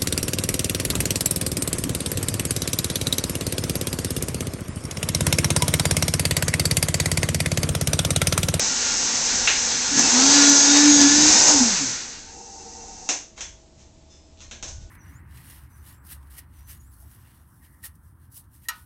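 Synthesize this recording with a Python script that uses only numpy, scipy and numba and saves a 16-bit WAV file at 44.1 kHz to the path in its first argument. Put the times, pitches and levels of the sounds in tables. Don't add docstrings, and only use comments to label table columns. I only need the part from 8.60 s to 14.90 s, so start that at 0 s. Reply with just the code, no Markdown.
import sys
import numpy as np
from scipy import signal
from scipy.fft import rfft, irfft
from scipy.io import wavfile
from scipy.ndimage import uniform_filter1d
from numba import njit

SR = 44100
rng = np.random.default_rng(int(sys.argv[2]) if len(sys.argv) > 2 else 0)


def wrap_up_sound(samples):
    columns = np.atleast_2d(samples).T
    tamed = np.clip(columns, -1, 1)
    steps = np.round(tamed * 32767).astype(np.int16)
    wavfile.write(sys.argv[1], SR, steps)


def gain_from_db(level_db):
    decades = np.asarray(level_db, float) / 20
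    return 10 ** decades


N = 277824
T = np.arange(N) / SR
HZ = np.maximum(np.fft.rfftfreq(N, 1 / SR), 1)
SWITCH_OFF_S = 4.49


def noise():
    return rng.standard_normal(N)


def level(x, db):
    return x * gain_from_db(db) / np.sqrt(np.mean(x ** 2))


def colour(x, table):
    hz, db = np.transpose(table)
    return irfft(rfft(x) * gain_from_db(np.interp(np.log(HZ), np.log(hz), db)), N)


def band(x, lo_hz, hi_hz):
    return signal.sosfilt(signal.butter(3, [lo_hz, hi_hz], "band", fs=SR, output="sos"), x)


def walk(rate_hz):
    k = int(SR / rate_hz)
    steps = np.repeat(rng.standard_normal(N // k + 1), k)
    return 1.375 * uniform_filter1d(uniform_filter1d(steps, k), k)[:N]


def fade(t0, t60):
    return (T >= t0) * gain_from_db(-60 * np.maximum(T - t0, 0) / t60)


def sine_from(t0, hz):
    return np.sin(2 * np.pi * hz * (T - t0))


def resonant(modes):
    gain = sum(gain_from_db(d) / np.sqrt(w) / (1 + ((HZ - f) / w * 2) ** 2) for f, w, d in modes)
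    return level(irfft(rfft(noise()) * gain, N), 0)


def room(x):
    t60_s, tail_db = 0.35, 11
    tail = (noise() * fade(0.0003, t60_s))[:SR]
    tail *= gain_from_db(tail_db) / np.sqrt(np.sum(tail ** 2))
    return 1.15 * x + signal.fftconvolve(x, tail)[:N]


# f/Hz, level/dB
MICROPHONE_PEAK = [(900, -32), (2500, -33), (3500, -13.5), (5000, -7.5), (6300, 2.5), (7500, -7.5),
                   (8500, -24), (9500, -33)]


def microphone(x):
    return colour(x, MICROPHONE_PEAK)


# t/s, level/dB
EFFORT = [(0.0, -20), (0.12, -23), (0.32, -21.5), (0.78, -21.5), (1.3, -22), (1.42, -17), (1.62, -14.5),
          (1.85, -13.5), (2.06, -15), (2.32, -15), (2.5, -15), (2.8, -13.5), (3.0, -15), (3.31, -25.5),
          (3.48, -35), (3.68, -43), (4.49, -41.5)]
# t/s, level/dB
BITES = [(1.39, 3), (1.73, 1.5), (2.17, 2), (2.42, 2.5), (2.72, 1), (2.892, 3.5)]


def effort():
    bite_s = 0.026
    s, db = np.transpose(EFFORT)
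    return np.interp(T, s, db) + 20 + sum(d * np.exp(-((T - t) / bite_s) ** 2) for t, d in BITES)


# f/Hz, level/dB
ROOM_HISS = [(59, -52.5), (100, -26), (141, -6.5), (226, -7.5), (258, -10.5), (336, -5.5), (406, -15),
             (627, -13.5), (757, -18.5), (817, -15), (1390, -29), (7610, -23), (9200, -54), (12000, -82.5),
             (20200, -120)]
# f/Hz, level/dB
HUM = [(646, -63.5), (71, -57.5), (142, -72.5)]


def kitchen():
    rest = gain_from_db(-56.5)
    motor = (T < SWITCH_OFF_S) * gain_from_db(-51.5 + 0.5 * effort())
    handled = gain_from_db(-46.5) * fade(6.03, 3.8)
    rumble = (rest + motor + handled) * gain_from_db(2.5 * walk(8)) * level(band(noise(), 15, 94), 0)
    hum = sum(gain_from_db(d + 2.3 * walk(2.2)) * np.sin(2 * np.pi * f * T) for f, d in HUM)
    return rumble + hum + level(colour(noise(), ROOM_HISS), -56.5)


# t/s, f/Hz, level/dB, t60/s
TOUCHED = [(5.495, 3526, -58, 0.7), (5.495, 5179, -54.5, .9), (5.498, 6239, -56, .5),
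           (5.498, 5770, -58, .4), (6.06, 1477, -60, 1.5)]
# t/s, f/Hz, level/dB, t60/s
THUMPS = [(4.49, 795, -33.5, 0.27), (4.49, 725, -33, 0.3), (4.489, 287, -33.5, 0.27),
          (4.809, 925, -51, 0.37), (5.359, 151, -54, .9), (5.719, 79, -46, 1.7), (6.03, 69.44, -48, 0.17),
          (4.9, 50, -46, 0.44), (6.243, 62, -32, .2), (6.045, 80, -39, .3), (6.1, 66, -35, .3),
          (5.92, 231, -47, 0.28)]
# t/s, f/Hz, level/dB, t60/s
CATCHES = [(1.3, 283, -26, .8), (1.385, 290, -27, .12), (1.43, 270, -25, .25), (1.33, 1700, -29, .25),
           (1.372, 1700, -23, .2), (1.39, 720, -27, .15), (1.425, 2650, -26, .3)]


def rings():
    out = np.zeros(N)
    for t, hz, db, t60 in TOUCHED + THUMPS + CATCHES:
        out += gain_from_db(db) * (fade(t, t60) - fade(t, t60 / 12)) * sine_from(t, hz)
    return out


# t/s, length/s, level/dB, centre f/Hz
RUBS = [(4.754, 0.059, -56, 4900), (4.94, 0.081, -73, 6000), (5.145, 0.1, -67.5, 5500),
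        (5.488, 0.083, -66, 6000), (5.792, 0.051, -59.5, 4530), (6.026, 0.099, -64, 6000),
        (6.194, 0.04, -67, 6000)]


def hands():
    out = np.zeros(N)
    for t, length, db, hz in RUBS:
        swell = np.sin(np.pi * np.clip((T - t) / length, 0, 1))
        rub = level(microphone(noise()), 0) + level(band(noise(), 0.2 * hz, 1.15 * hz), -5.5)
        out += swell * gain_from_db(db + 2.5 * walk(60)) * rub
    return out


# t/s, peak level/dB
SEAL_SLIPS = [(5.7343, -54), (5.774, -46.5), (5.7826, -47), (5.7905, -45), (5.798, -43.5), (5.8056, -37.5),
              (5.814, -42), (5.8215, -41), (5.829, -46)]


def creak():
    push = np.zeros(N)
    for t, db in SEAL_SLIPS:
        push[int(t * SR)] = gain_from_db(db + 17)
    clicks = band(microphone(push), 1800, 9500) + gain_from_db(-1.5) * band(push, 2600, 4800)
    return clicks + gain_from_db(-7) * room(clicks)


# t/s, peak level/dB, jug wall (1-3.5 kHz) re peak/dB, base (under 1 kHz) re peak/dB, wall f/Hz
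KNOCKS = [
    (0.8743, -3.5, -6, -18, 2860),
    (4.49, -1.5, -20.5, -18, 2820),
    (4.778, -27.5, -10.5, -6, 2320),
    (4.808, -13.5, -18, -25, 3470),
    (5.912, -21.5, -10.5, -16.5, 1690),
    (6.0268, -15, -16, -16, 1740),
    (6.081, -20, -26, -18, 2890),
]


def knocks():
    peak, jug, base, wall = np.zeros((4, N))
    for t, db, wall_db, base_db, hz in KNOCKS:
        i = int(t * SR)
        peak[i] = gain_from_db(db + 13)
        jug[i] = gain_from_db(db + wall_db + 20)
        base[i] = gain_from_db(db + base_db + 19)
        wall += gain_from_db(db + wall_db - 6.5) * fade(t, 0.012) * sine_from(t, hz)
    return band(microphone(peak), 1500, 9500) + band(jug, 1280, 4460) + band(base, 220, 1100) + wall


# t/s, overload splash level/dB
CHIPS = [(1.3941, -14), (1.601, -42.5), (1.6228, -43.5), (1.638, -28), (1.6655, -38.5), (1.7, -30),
         (1.7443, -27), (1.823, -39.5), (1.8604, -43.5), (1.897, -44), (2.1716, -36), (2.2055, -45),
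         (2.24, -52), (2.2579, -35), (2.4143, -18), (2.6229, -46), (2.668, -58), (2.6822, -37.5),
         (2.7345, -50), (2.8025, -52.5), (2.8387, -37.5), (2.8837, -28)]


def chips():
    return sum((.95 + gain_from_db(d + 14)) * fade(t, .004) * sine_from(t, 6300) for t, d in CHIPS)


# t/s, level/dB
CRAWL_CREEPS = [(3.2, -30), (3.4, -7), (3.66, -9), (3.74, 0)]
# f/Hz, width/Hz, level/dB
CRAWL_MODES = [(212.6, 25, -10.5), (300, 40, -12.5), (373, 56, -9), (466, 28, -4.5), (750, 30, -7),
               (786, 24, -2.5), (840, 39, -11.5), (903, 25, -4), (1280, 20, -20), (2700, 30, -16)]


def crawl_buzz():
    creep = gain_from_db(np.interp(T, *np.transpose(CRAWL_CREEPS), left=-90))
    return creep * gain_from_db(-46.5 + 1.1 * walk(9.5)) * resonant(CRAWL_MODES)


def follow(layer):
    db, slope, flicker_db, rate_hz, settle_db = layer
    settling = np.interp(T, [3.55, 3.85], [0, settle_db])
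    return gain_from_db(db + slope * effort() + flicker_db * walk(rate_hz) + settling)


@njit
def each_turn(x, lag, keep):
    y = x.copy()
    for i in range(1000, len(x)):
        k = int(lag[i])
        a = lag[i] - k
        returned = (1 - a) * y[i - k] + a * y[i - k - 1]
        y[i] = np.sqrt(1 - keep[i] ** 2) * x[i] + keep[i] * returned
    return y


# f/Hz, level/dB
RUSH_COLOUR = [(59, -54), (100, -15), (173, -15.5), (221, -9), (509, -21.5), (864, -13), (1260, -19.5),
               (1470, -12.5), (1950, -17), (2230, -15), (3190, -18.5), (6180, 6.5), (7610, -2.5),
               (8530, -19.5), (9200, -26.5), (12000, -75.5), (20200, -120)]
# level at -20 dB effort/dB, slope/(dB per dB effort), flicker/dB, flicker rate/Hz, settling/dB
LAYERS = [
    (-19.5, 1.0, 0.28, 25, -0.8),
    (-26, 0.88, 1.28, 15, -8),
    (-37.5, 1.53, 1.4, 14, 13),
    (-41, 0.83, 4, 14, -3),
]
HOUSING_RING = (-37, .87, 1.5, 14, -5)
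# f/Hz, width/Hz, level/dB
HOUSING = [(244, 23, -2), (344, 30, -20.5), (484, 140, -1.5), (769, 180, -4.5), (893, 26, -7),
           (1472, 240, -11), (1732, 50, -9), (1927, 84, -4), (2760, 170, -4)]


def rush(speed, fast):
    flow = colour(each_turn(noise(), SR / speed, 0.21 * fast), RUSH_COLOUR)
    edges_hz = [(3900, 9500), (1080, 3900), (350, 1080), (105, 350)]
    surge = gain_from_db(0.31 * walk(6.26))
    out = follow(HOUSING_RING) * resonant(HOUSING)
    for (lo, hi), layer in zip(edges_hz, LAYERS):
        out += surge * follow(layer) * level(band(flow, lo, hi), 0)
    return out


# multiple of the shaft rate, level re full unbalance tone/dB
WHINE = [(5, -19), (6, -17), (8, -28.5), (10, -26.5), (11, -24.5), (12, -18.5), (13, -14), (14, -14.5),
         (15, -16), (16, -14), (17, -12.5), (18, -13), (19, -16.5), (21, -14), (22, -7), (23, -8.5)]


def whine(turn, fast):
    return fast * sum(gain_from_db(-18.5 + d + 4.55 * walk(11)) * np.sin(k * turn + k * k) for k, d in WHINE)


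# t/s, rotation f/Hz, unbalance level/dB
SHAFT = [(1.48, 234.2, -45), (1.51, 240.6, -42), (1.55, 244, -22), (1.65, 273.7, -18.5),
         (1.724, 285.3, -25.5), (1.78, 286.8, -16.5), (2.049, 283.1, -23.5), (2.17, 289.3, -18.5),
         (2.27, 294.1, -20.5), (2.449, 282.7, -17.5), (2.68, 305.2, -23.5), (2.79, 310.6, -39.5),
         (2.87, 309, -44.5), (2.93, 300, -21.5), (3.013, 253.5, -13.5), (3.1, 213.3, -27.5),
         (3.22, 140.2, -41), (3.4, 88, -65)]
# t/s, depth/dB
NULLS = [(1.608, -5), (1.72, -2.5), (2.496, -7.5), (2.992, -14), (3.044, -6), (3.104, -6), (3.17, -16)]


def blender():
    s, hz, db = np.transpose(SHAFT)
    speed = np.interp(T, s, hz) * (1 + 0.0022 * walk(25))
    turn = 2 * np.pi * np.cumsum(speed) / SR
    fast = np.clip((speed - 200) / 80, 0, 1) * np.interp(T, [1.5, 1.7, 2.75, 3.0], [0.29, 0.92, 0.72, 0.14])

    null_s, base_hz, base_width_hz = 0.014, 278.4, 22
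    nulls = sum(d * np.exp(-((T - t) / null_s) ** 2) for t, d in NULLS)
    tone_db = np.interp(T, s, db, left=-90, right=-90) + nulls + 2.4 * walk(16)
    tone = gain_from_db(tone_db) * np.sin(turn)
    crossing = np.exp(-((2 * speed - base_hz) / base_width_hz) ** 2)
    second = gain_from_db(-35.5 + 3 * walk(16)) * crossing * np.sin(2 * turn)
    tones = np.sqrt(2) * (tone + second + whine(turn, fast))

    running = np.where(T < SWITCH_OFF_S, 1, fade(SWITCH_OFF_S, .4))
    return tones + running * (rush(speed, fast) + crawl_buzz()) + chips()


def scene():
    return (kitchen() + rings() + room(hands() + knocks()) + creak() + blender())[None]


def band_limit(x):
    return signal.sosfilt(signal.butter(12, 16030, fs=SR, output="sos"), x)


def record(dry):
    top_hz, ceiling = 8590, .73
    low_pass = signal.ellip(8, .2, 80, top_hz, fs=SR, output="sos")
    mix = np.clip(signal.sosfilt(low_pass, np.tanh(dry)), -ceiling, ceiling)
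    return band_limit(mix)


dry = scene()
out = record(dry)
wrap_up_sound(out)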